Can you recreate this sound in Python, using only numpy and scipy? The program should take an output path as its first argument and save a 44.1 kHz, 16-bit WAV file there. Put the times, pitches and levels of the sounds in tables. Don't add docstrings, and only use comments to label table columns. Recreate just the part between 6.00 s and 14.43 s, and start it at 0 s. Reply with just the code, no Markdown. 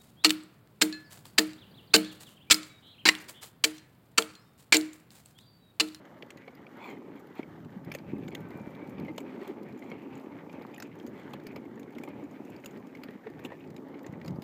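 import sys
import numpy as np
from scipy import signal
from scipy.fft import rfft, irfft, next_fast_len
from scipy.io import wavfile
from scipy.ndimage import uniform_filter1d, map_coordinates

SR = 44100
rng = np.random.default_rng(int(sys.argv[2]) if len(sys.argv) > 2 else 0)


def unload_audio(sound):
    columns = np.transpose(np.atleast_2d(sound))
    steps = np.round(np.clip(columns, -1, 1) * 32767)
    wavfile.write(sys.argv[1], SR, steps.astype(np.int16))


N = 371763

# [t/s, shell boom/dB, wheel-wall grind/dB, rim ring/dB]
ROLL_LEVELS = [(0.0, -55, -57.5, -64.5), (0.35, -55, -60.5, -63.5), (0.77, -50, -55.5, -60),
               (0.98, -46, -58, -69), (1.13, -48, -56, -62.5), (1.45, -51.5, -59.5, -62.5),
               (1.95, -50.5, -57, -66), (2.21, -45.5, -57, -65), (2.42, -45, -52.5, -60),
               (2.72, -46, -51, -61.5), (3.03, -43.5, -53, -61), (4.04, -45, -54.5, -63.5),
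               (4.41, -46.5, -51.5, -61.5), (4.88, -46, -55.5, -63.5), (5.28, -45, -55.5, -58.5),
               (5.59, -45, -55, -64.5), (5.99, -42.5, -54.5, -61.5), (6.29, -47, -55, -64),
               (7.28, -47, -57.5, -61), (7.73, -48, -56.5, -69), (8.03, -44, -53, -62.5),
               (8.43, -46.5, -52.5, -65.5)]
# [t/s, f/Hz]
RIM_PITCH = [(0, 1970), (2.1, 2110), (4.0, 2200), (5.3, 2140), (6.6, 2180), (8.43, 1940)]


def amp(db):
    return 10 ** (np.asarray(db) / 20)


def unit(x):
    return x / np.sqrt(np.mean(x ** 2, axis=-1, keepdims=True) + 1e-20)


def shape(points):
    f, v = np.transpose(points)
    return lambda hz: amp(np.interp(np.log(hz + 1), np.log(f + 1), v))


def modes(table):
    def response(f):
        total = 0
        for k, (centre, width, db) in enumerate(table):
            damping = 1j * f * width
            total = total + (-1) ** k * amp(db) * damping / (centre * centre - f * f + damping)
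        return total
    return response


def filtered(x, response):
    n = x.shape[-1]
    m = next_fast_len(n + min(n, 8192), real=True)
    return irfft(rfft(x, m) * response(np.fft.rfftfreq(m, 1 / SR)), m)[..., :n]


def wobble(rate, at=None):
    samples = np.arange(N) if at is None else at
    return map_coordinates(rng.standard_normal(N // 100), [samples * rate / SR])


def stones(rate, spread_db, smooth):
    hit = rng.random(N) < rate / SR
    sizes = rng.standard_normal(N) * amp(spread_db * rng.exponential(size=N))
    return unit(hit * sizes) + smooth * rng.standard_normal(N)


def curve(rows, column):
    rows = np.array(rows)
    return np.interp(np.arange(N) / SR, rows[:, 0], rows[:, column])


def burst(t, t60, rise):
    fade = amp(-60 * t / max(t60, .005)) * (1 - np.exp(-t / rise))
    return fade / fade.max()


def random_patches(dims, frames):
    across = uniform_filter1d(rng.standard_normal(dims), size=4, axis=0)
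    return uniform_filter1d(across, size=frames, axis=1)


def patchy(spectrum, patchy_db):
    z = signal.stft(rng.standard_normal(N), nperseg=128)[2]
    field = random_patches(z.shape, frames=6)
    noise = signal.istft(z * amp(patchy_db * field / field.std()), nperseg=128)[1][:N]
    return unit(filtered(noise, shape(spectrum)))


def wall_response(f):
    # [f/Hz, width/Hz, level/dB]
    wall_modes = [(534.4, 93, 1.5), (880, 139, -3), (1188, 190, -9.5)]
    return modes(wall_modes)(f) / (1 + (f / 2200) ** 4)


def rolling():
    # [f/Hz, width/Hz, level/dB]
    shell_modes = [(209.4, 78.4, -4.5), (283.4, 64.2, 0), (347.6, 73, -3), (441.7, 93, -8.5)]

    def shell_response(f):
        highpass = (f / 140) ** 2 / (1 + (f / 140) ** 2)
        return modes(shell_modes)(f) * highpass / (1 + (f / 900) ** 2)

    bumps, road = wobble(22), stones(300, 1.42, smooth=0)
    shell_drive = road + 0.83 * rng.standard_normal(N)
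    body = filtered(amp(1.43 * bumps + 0.94 * wobble(45)) * shell_drive, shell_response)
    wall_drive = road + 1.57 * rng.standard_normal(N)
    grind = filtered(amp(1.14 * bumps + 1.34 * wobble(60)) * wall_drive, wall_response)
    tread = amp(1.56 * bumps + 2.14 * wobble(30)) * stones(550, 1.4, smooth=1.0)
    boom = amp(curve(ROLL_LEVELS, column=1)) * unit(body)
    return boom + amp(curve(ROLL_LEVELS, column=2)) * unit(grind) + rims(tread)


def rims(tread):
    # [f/Hz, width/Hz, level/dB]
    tread_modes = [(2910, 590, -3.5), (4050, 2400, -14)]
    f, t, z = signal.stft(tread, SR, nperseg=512)
    s, hz = np.transpose(RIM_PITCH)
    centre = np.interp(t, s, hz) * (1 + 0.067 * wobble(6.8, t * SR))
    off = (f[:, None] ** 2 - centre ** 2) / (f[:, None] + 1)
    shelf = 1 / (1 + (off / np.where(off < 0, 2600, 650)) ** 4)
    gain = shelf + 0.1 / (1 + (off / 110) ** 2)
    gain *= amp(1.8 * unit(random_patches(z.shape, frames=7)))
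    ring = signal.istft(z * gain, SR, nperseg=512)[1][:N]

    def rasp_response(f):
        return modes(tread_modes)(f) * f ** 2 / (f ** 2 + 2600 ** 2) / (1 + (f / 5500) ** 4)

    rasp = filtered(tread, rasp_response)
    ring_db = curve(ROLL_LEVELS, column=3)
    rasp_db = -75 + 0.64 * (ring_db - ring_db.mean())
    return amp(ring_db) * unit(ring) + amp(rasp_db) * unit(rasp)


def pings():
    pings_per_s, t60_cycles, spread_db = 140, 30, 2
    middle_hz, spread_octaves = 1416, 0.744
    when, size, pitch = np.transpose(rng.random((int(pings_per_s * N / SR), 3)))
    scatter = np.log(pitch / (1 - pitch)) / 2
    hz = middle_hz * 2 ** (spread_octaves * scatter)[:, None].clip(-1.3, 1.3)
    k = np.arange(SR // 30)
    cycles = hz * k / SR
    fade = amp(-60 * cycles / t60_cycles - spread_db * np.log(size + 0.014)[:, None])
    tones = fade * (1 - np.exp(-cycles / 2)) * np.sin(2 * np.pi * cycles)
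    tones *= (middle_hz / hz) ** 1.3
    index = (when * N).astype(int)[:, None] + k
    out = np.bincount(index.ravel(), tones.ravel())[:N]
    return amp(curve(ROLL_LEVELS, column=3) - 2.5) * unit(np.pad(out, (0, N - len(out))))


def air():
    # [t/s, level/dB]
    gust_levels = [(0, -58.5), (.5, -57.5), (1.3, -57.5), (1.7, -46.5), (2.15, -43), (2.38, -48.5),
                   (2.55, -44.5), (2.8, -52), (2.94, -44.5), (3.3, -55.5), (4.2, -55.5), (5.15, -56.5),
                   (5.46, -53.5), (6.3, -55.5), (7.3, -57), (7.6, -52), (8.05, -58), (8.2, -46),
                   (8.3, -35.5), (8.36, -41), (8.43, -51)]
    # [f/Hz, level/dB per Hz]
    wind_spectrum = [(15, -60), (25, -27), (54, -21.5), (104, -4.5), (156, 2), (231, -6.5), (260, -4),
                     (340, -35), (570, -120)]
    # [f/Hz, level/dB per Hz]
    hiss_spectrum = [(1500, -33), (3000, 1.5), (4500, -1), (7000, -2.5), (9500, -9.5), (12000, -5.5),
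                     (14000, -1), (15200, -1)]
    wind = unit(amp(3.3 * wobble(16)) * filtered(rng.standard_normal(N), shape(wind_spectrum)))
    hiss = unit(amp(1.3 * wobble(18.0)) * filtered(rng.standard_normal(N), shape(hiss_spectrum)))
    return amp(curve(gust_levels, column=1)) * wind + amp(-74.5) * hiss


def grit():
    # [t/s, nominal peak/dB, upper band re lower/dB, brightest f/Hz]
    crack_events = [(0.0518, -55, -8, 4280), (0.179, -59, -5, 4100), (0.224, -51, -12, 4250),
                    (0.304, -42.5, -9, 7700), (0.3722, -45, -11, 4400), (0.551, -54.5, 0, 4290),
                    (0.7701, -64, 3, 6980), (0.9, -50, -5, 7500), (1.1568, -61, -1, 4240),
                    (1.194, -58, -1, 6580), (1.205, -64, -3, 6500), (1.27, -57, -2, 4300),
                    (1.353, -54, -3, 4330), (1.387, -60, -15, 4300), (1.647, -49.5, -16, 4150),
                    (1.847, -50, -2, 4100), (1.8996, -56, -5, 4220), (1.9188, -35, -6, 4770),
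                    (1.9395, -42, -6, 7000), (1.9482, -35, 0, 7400), (1.9855, -44, -13, 4590),
                    (2.182, -57, -3, 4240), (2.2358, -62, -3, 6120), (2.282, -41, -10, 6670),
                    (2.3057, -58, -2, 4130), (2.3487, -36.5, -1.5, 6370), (2.405, -58, 5, 6910),
                    (2.4872, -56, -5, 7310), (2.5047, -52, -11, 4270), (2.5725, -57, 4, 7420),
                    (2.6145, -59, -5, 6500), (2.7511, -56, -2, 4300), (2.8734, -50, -14, 4000),
                    (2.894, -53.5, -2, 6330), (2.998, -48, -6, 4320), (3.048, -55, -2, 4320),
                    (3.1623, -59, 2, 6610), (3.1792, -35, -7, 6660), (3.203, -46.5, -3, 6930),
                    (3.4131, -60, -1, 4100), (3.476, -43, -5, 4200), (3.631, -52, -9, 4390),
                    (3.687, -59, -3, 4300), (3.7243, -53, -12, 4180), (3.7753, -56, -8, 7000),
                    (3.791, -52, -4, 6760), (3.841, -58, -11, 7000), (3.9, -50, -5, 6740),
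                    (4.0292, -62, -2, 4610), (4.153, -46, -16, 7470), (4.1764, -56, -2, 7210),
                    (4.197, -53, -5, 4240), (4.212, -59, -5, 7000), (4.5278, -47.5, -13, 5240),
                    (4.6195, -49.5, -6, 4180), (4.666, -49.5, -8, 4550), (4.7147, -60, -7, 4760),
                    (4.745, -50, -5, 7390), (4.779, -49, 1, 7630), (4.8007, -35, -12, 5180),
                    (4.8233, -31.5, -14, 5460), (4.954, -57, 0, 4230), (4.988, -55, -10, 6600),
                    (4.998, -55, -17, 5210), (5.029, -58, -8, 6500), (5.065, -43.5, -6, 4820),
                    (5.0734, -50, -7, 7490), (5.232, -55, -10, 4100), (5.3058, -55, -9, 7560),
                    (5.334, -38.5, -9, 4250), (5.399, -51, -13, 4030), (5.436, -57, -5, 4240),
                    (5.468, -35.5, -9, 4770), (5.5607, -44, -10, 4800), (5.7563, -58, -8, 6970),
                    (5.7957, -47, -2, 6100), (5.83, -48, -16, 4000), (5.9055, -59, -3, 6890),
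                    (5.95, -53, -7, 4510), (5.9837, -41.5, -11, 5470), (6.0356, -45, -1, 7200),
                    (6.0494, -54, -4, 7580), (6.0865, -53, -1, 4960), (6.2386, -56, -5, 7000),
                    (6.311, -57, -8, 7200), (6.4502, -54.5, -4, 7000), (6.501, -51.5, -1, 7240),
                    (6.563, -47, -13, 4200), (6.6004, -58, -8, 6780), (6.6444, -40.5, -12, 7510),
                    (6.6592, -35, -3.5, 7440), (6.7093, -50.5, -10, 7120), (6.772, -51, -8, 4490),
                    (6.8693, -49, -10, 6960), (6.951, -49, -14, 4810), (6.971, -57, -6, 4140),
                    (7.035, -36, -7, 4300), (7.107, -52, -10, 4010), (7.2688, -61, -12, 4020),
                    (7.3, -53, -6, 4310), (7.3913, -53, -8, 4990), (7.439, -48, -5, 7000),
                    (7.4475, -40.5, -7, 7400), (7.456, -44, -3, 7350), (7.5976, -60, 0, 7000),
                    (7.6735, -55, -16, 4410), (7.7026, -50, -6, 4470), (7.764, -41, -14, 4180),
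                    (7.884, -60, 2, 4300), (7.991, -48, -27, 4660), (8.0296, -54, -1, 7160),
                    (8.064, -40, -12, 5430), (8.125, -55, -16, 5030), (8.214, -46, -19, 4530),
                    (8.2468, -46, -5, 4620), (8.26, -44, -15, 4460), (8.2787, -35, -14, 4840),
                    (8.306, -50, -11, 4500), (8.3584, -54, -7, 4940), (8.4203, -40, -5, 4350)]
    # [f/Hz, level/dB per Hz]
    low_spectrum = [(2400, 0), (3600, -10), (5000, -11.5), (5800, -15), (6900, -8), (8200, -15.5),
                    (9600, -30), (11000, -36)]
    # [f/Hz, level/dB per Hz]
    top_spectrum = [(8000, -23), (9800, -12.5), (11200, -5), (12200, -10.5), (13800, 0.5), (15000, -5.5)]
    crest_db, ripple_db = 7, 4
    low, top, t = np.zeros(N + SR), np.zeros(N + SR), np.arange(SR // 20) / SR
    fade = burst(t, 0.018, rise=.0011) + 0.083 * burst(t, 0.097, rise=.004)
    for s, db, top_db, hz in crack_events:
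        ripple = ripple_db * rng.standard_normal(size=30)

        def colour(f):
            uneven = amp(np.interp(f, np.linspace(0, SR / 4, len(ripple)), ripple))
            bright = 0.57 + np.exp(-(np.log((f + 1) / hz) / 0.19) ** 2)
            return uneven * shape(low_spectrum)(f) * bright

        noise = unit(filtered(rng.standard_normal(len(t)), colour))
        low[round(s * SR):][:len(t)] += amp(db - crest_db) * fade * noise
        top[round(s * SR):][:len(t)] += amp(db + top_db - crest_db) * fade
    clumps = amp(0.77 * wobble(2.1)) * np.abs(stones(60, 1.2, smooth=0))
    fine = unit(signal.fftconvolve(clumps, burst(t, 0.037, rise=0.0008))[:N])
    crackle = amp(-77.5) * fine * patchy(low_spectrum, patchy_db=2.5)
    upper = (top[:N] + amp(-85.5) * fine) * patchy(top_spectrum, patchy_db=3)
    return low[:N] + crackle + upper


def clicks():
    # [t/s, nominal peak/dB, ring f/Hz, knock re ring/dB, t60/s]
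    click_events = [(0.2238, -31, 2270, -11, 0.02), (0.3042, -33.5, 2230, -11, 0.022),
                    (0.374, -44, 1960, -7, 0.074), (0.478, -36.5, 2200, 0.5, 0.033),
                    (0.666, -41.5, 2300, -21, 0.028), (1.3915, -39, 1400, 7, 0.055),
                    (1.4301, -36.5, 2250, -6, 0.023), (1.8865, -48, 1860, 11, 0.021),
                    (1.9159, -30, 2350, -7, 0.039), (1.9397, -36.5, 2440, -6, 0.025),
                    (1.9486, -29.5, 2300, -4, 0.037), (1.9855, -46, 2300, -5, 0.04),
                    (2.2344, -47, 2360, -5, 0.035), (2.283, -38.5, 2160, -8, 0.016),
                    (2.2787, -40, 3070, -6, 0.018), (2.3156, -43.5, 2230, 2, 0.13),
                    (2.3507, -30.5, 2020, -28, 0.017), (2.351, -30, 3070, -22, 0.016),
                    (2.505, -46.5, 2080, 6, 0.03), (2.7497, -50, 3230, -12, 0.025),
                    (2.9818, -42.5, 2380, 7, 0.065), (2.999, -41, 2200, -9, 0.02),
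                    (3.048, -46.5, 2220, -3, 0.038), (3.0814, -39, 2087, 4.5, 0.1),
                    (3.1794, -33, 2920, 8, 0.033), (3.2036, -45, 2290, -12, 0.04),
                    (3.4146, -43, 1920, -4, 0.065), (3.823, -40.5, 2090, -26, 0.051),
                    (3.9153, -36, 2180, 7, 0.036), (4.495, -42, 2410, -8, 0.036),
                    (4.6117, -49, 2170, 9, 0.048), (4.648, -50, 1670, 16.5, 0.026),
                    (4.7387, -42.5, 2480, -17, 0.07), (4.761, -41, 2500, -10, 0.022),
                    (4.7805, -41, 1820, -9, 0.045), (4.7993, -40, 1820, 4, 0.032),
                    (4.824, -49, 1970, -11, 0.046), (4.915, -48, 2040, -12, 0.04),
                    (4.999, -47, 3080, -11, 0.02), (5.3355, -36.5, 3000, 6.5, 0.034),
                    (5.465, -47, 2210, -4, 0.051), (5.559, -38, 2260, 4.5, 0.068),
                    (5.7755, -42, 1790, 4, 0.03), (5.9505, -48.5, 2900, -21, 0.03),
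                    (5.9834, -35.5, 2160, -17, 0.021), (6.0347, -39.5, 2360, 1, 0.046),
                    (6.0745, -45, 2140, 10, 0.1), (6.101, -45, 2190, 4, 0.025),
                    (6.6384, -41, 2100, 3, 0.039), (6.659, -37, 2730, -7, 0.025),
                    (6.9498, -39.5, 2217, -23, 0.035), (7.0353, -40.5, 2310, 3, 0.044),
                    (7.0842, -35, 1825, -9, 0.032), (7.2689, -38.5, 1850, 3, 0.032),
                    (7.3926, -38, 1820, -5, 0.026), (7.449, -33.5, 2830, 0, 0.048),
                    (7.503, -47, 1800, 9, 0.045), (7.5178, -42, 1904, 7.5, 0.076),
                    (7.6038, -50.5, 2610, -13, 0.074), (7.7794, -49.5, 2320, 2, 0.023),
                    (7.9418, -46, 2160, -23, 0.071), (8.0432, -41.5, 1860, -18, 0.035),
                    (8.2142, -40, 1940, -18, 0.02), (8.2482, -49.5, 1830, 16, 0.035),
                    (8.2816, -48, 1960, -3, 0.029)]
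    rattle_per_s, rattle_db, rattle_spread_db, rattle_t60_s = 3, -54, 2.5, 0.045
    crest_db = 8
    out, t = np.zeros(N + SR), np.arange(SR // 14) / SR
    times, pitch = np.transpose(RIM_PITCH)
    rattle = []
    for u, v in rng.random((rattle_per_s * N // SR, 2)):
        s = u * N / SR
        rattle.append((s, rattle_db - rattle_spread_db * np.log(v), np.interp(s, times, pitch), -6, rattle_t60_s))
    for s, db, hz, knock_db, t60 in rattle + list(click_events):
        dry = max(hz / 2200, 1) ** 4.5
        noise = rng.standard_normal((3, len(t)))

        def ring_response(f):
            plastic = modes([(hz, 200 * dry, 0), (1.48 * hz, 320, -12), (1.9 * hz, 400, -16)])(f)
            highpass = f ** 4 / (f ** 4 + (.7 * hz) ** 4)
            return plastic / (1 + (f / 4500) ** 4) * highpass

        ring = unit(filtered(noise[0], ring_response))
        ring = unit(ring + 1.3 / dry * np.sin(2 * np.pi * hz * t))
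        knock = unit(filtered(noise[1], wall_response))
        chatter_db = 0.97 * uniform_filter1d(noise[2], size=40) * np.sqrt(40)
        envelope = amp(db - crest_db + chatter_db) * burst(t, t60, rise=0.00079)
        out[round(s * SR):][:len(t)] += envelope * (ring + amp(knock_db) * knock)
    return out[:N]


def thuds():
    # [middle t/s, swell level/dB, f/Hz, nominal half length/cycles]
    thud_events = [(0.233, -36, 470, 0.57), (0.479, -42.5, 490, 1.2), (1.3967, -23.5, 307, 0.61),
                   (1.659, -37, 156, 0.9), (1.77, -31.5, 198, 1.1), (1.9532, -28.5, 527, 1.1),
                   (2.136, -20.5, 280, 0.47), (2.158, -33, 216, 1.5), (2.291, -30, 323, 0.29),
                   (2.335, -28.5, 299, 0.4), (2.5572, -31, 223, 0.35), (2.675, -28, 250, 0.24),
                   (2.889, -30.5, 242, 0.47), (3.106, -34.5, 312, 2.7), (3.4202, -34.5, 382, 2.5),
                   (3.4953, -35, 386, 2.3), (5.052, -31, 270, 0.89), (5.082, -29, 315, 0.25),
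                   (5.566, -30.5, 374, 0.57), (6.082, -31, 347, 0.63), (6.246, -34, 287, 1.8),
                   (7.059, -36.5, 258, 1.1), (7.16, -35, 253, 0.77), (7.2716, -34, 440, 2.5),
                   (8.097, -33, 150, 0.5), (8.131, -30.5, 219, 0.52), (8.283, -34, 190, 0.83),
                   (8.311, -32, 176, 1.2), (8.338, -30, 190, 0.32), (8.388, -25.5, 213, 0.31)]
    out, t = np.zeros(N + SR), np.arange(-SR // 20, SR // 20) / SR
    for s, db, hz, cycles in thud_events:
        half = max(cycles, .3) / hz
        swell = np.exp(-(t / np.where(t < 0, 1.13 * half, 1.62 * half)) ** 2)
        out[round(s * SR):][:len(t)] += amp(db) * swell * np.sin(2 * np.pi * hz * t)
    return out[SR // 20:][:N]


def scuffs():
    # [middle t/s, nominal half length/s, level/dB, band-width factor]
    strokes = [(0.872, 0.078, -35.5, 1.4), (1.174, 0.018, -48, 1.8), (1.385, 0.03, -39.5, 2.1),
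               (3.32, 0.063, -52.5, 4), (3.46, 0.069, -42, 2.5), (3.895, 0.054, -46, 1.7),
               (4.164, 0.048, -50, 2.8), (5.21, 0.075, -48.5, 2.4), (8.273, 0.05, -54, 0.72)]
    # [f/Hz, width before factor/Hz, level/dB]
    sole_bands = [(335, 260, -5), (924, 270, 3), (2254, 210, 2), (3300, 117, -8), (4150, 220, -16),
                  (7230, 580, -26), (14500, 1200, -25)]
    f, t, z = signal.stft(stones(2500, 0.24, smooth=0.72), SR, nperseg=512)
    at = np.minimum((t * SR).astype(int), N - 1)
    table = np.transpose(strokes)
    nearest = np.abs(t[:, None] - table[0]).argmin(axis=1)
    s, half, db, wide = table[:, nearest]
    phase, f, gain = (t - s) / half, f[:, None] + 1, 0
    for hz, w, band_db in sole_bands:
        centre = hz * (1 - .04 * phase.clip(-2, 2) + .02 * wobble(14, at))
        height = min(hz, 4000) / 2000
        stroke = np.exp(-np.abs(phase * height ** 0.25) ** 3.6)
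        bright_db = -(wide - 2) * np.log2(height)
        level = amp(band_db + bright_db + 1.3 * wobble(45, at)) / np.sqrt(wide)
        band = 1 / (1 + ((f ** 2 - centre ** 2) / (f * w * wide)) ** 2)
        gain = gain + stroke * level * band
    gain *= amp(db)
    return signal.istft(z * gain, SR, nperseg=512)[1][:N]


def whines():
    # [middle t/s, half length/s, level before flutter/dB, middle f/Hz]
    whine_events = [(2.12, .07, -66, 2600), (2.31, .09, -65, 2330), (2.63, .11, -62, 2360),
                    (2.83, .09, -61.5, 2300), (2.47, .12, -61.5, 1540), (3.9, .09, -63, 2200),
                    (5.22, .08, -66, 1980), (6.75, .06, -67, 1900), (7.3, .07, -64, 1800),
                    (7.52, .05, -63, 1780)]
    t, out = np.arange(N) / SR, np.zeros(N)
    waver, flutter = wobble(12), .9 + .4 * wobble(55)
    for s, half, db, hz in whine_events:
        near = np.abs(t - s) < 2 * half
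        pitch = hz * (1 - .12 * (t[near] - s) + .008 * waver[near])
        swell = np.exp(-((t[near] - s) / half) ** 4)
        tone = np.sin(2 * np.pi * np.cumsum(pitch) / SR)
        out[near] += amp(db) * flutter[near] * swell * tone
    return out


def scene():
    return (rolling() + pings() + grit() + clicks() + thuds() + scuffs() + air() + whines())[None]


def record(dry):
    edge_hz, limit_hz = 15350, 16450

    def response(hz):
        bass = (1j * hz / 60) / (1 + 1j * hz / 60)
        treble = amp(-np.clip(hz - edge_hz, 0, None) * 0.044 - 6.5 * (hz > edge_hz))
        return (hz < limit_hz) * bass * treble

    return filtered(dry, response)


dry = scene()
out = record(dry)
unload_audio(out)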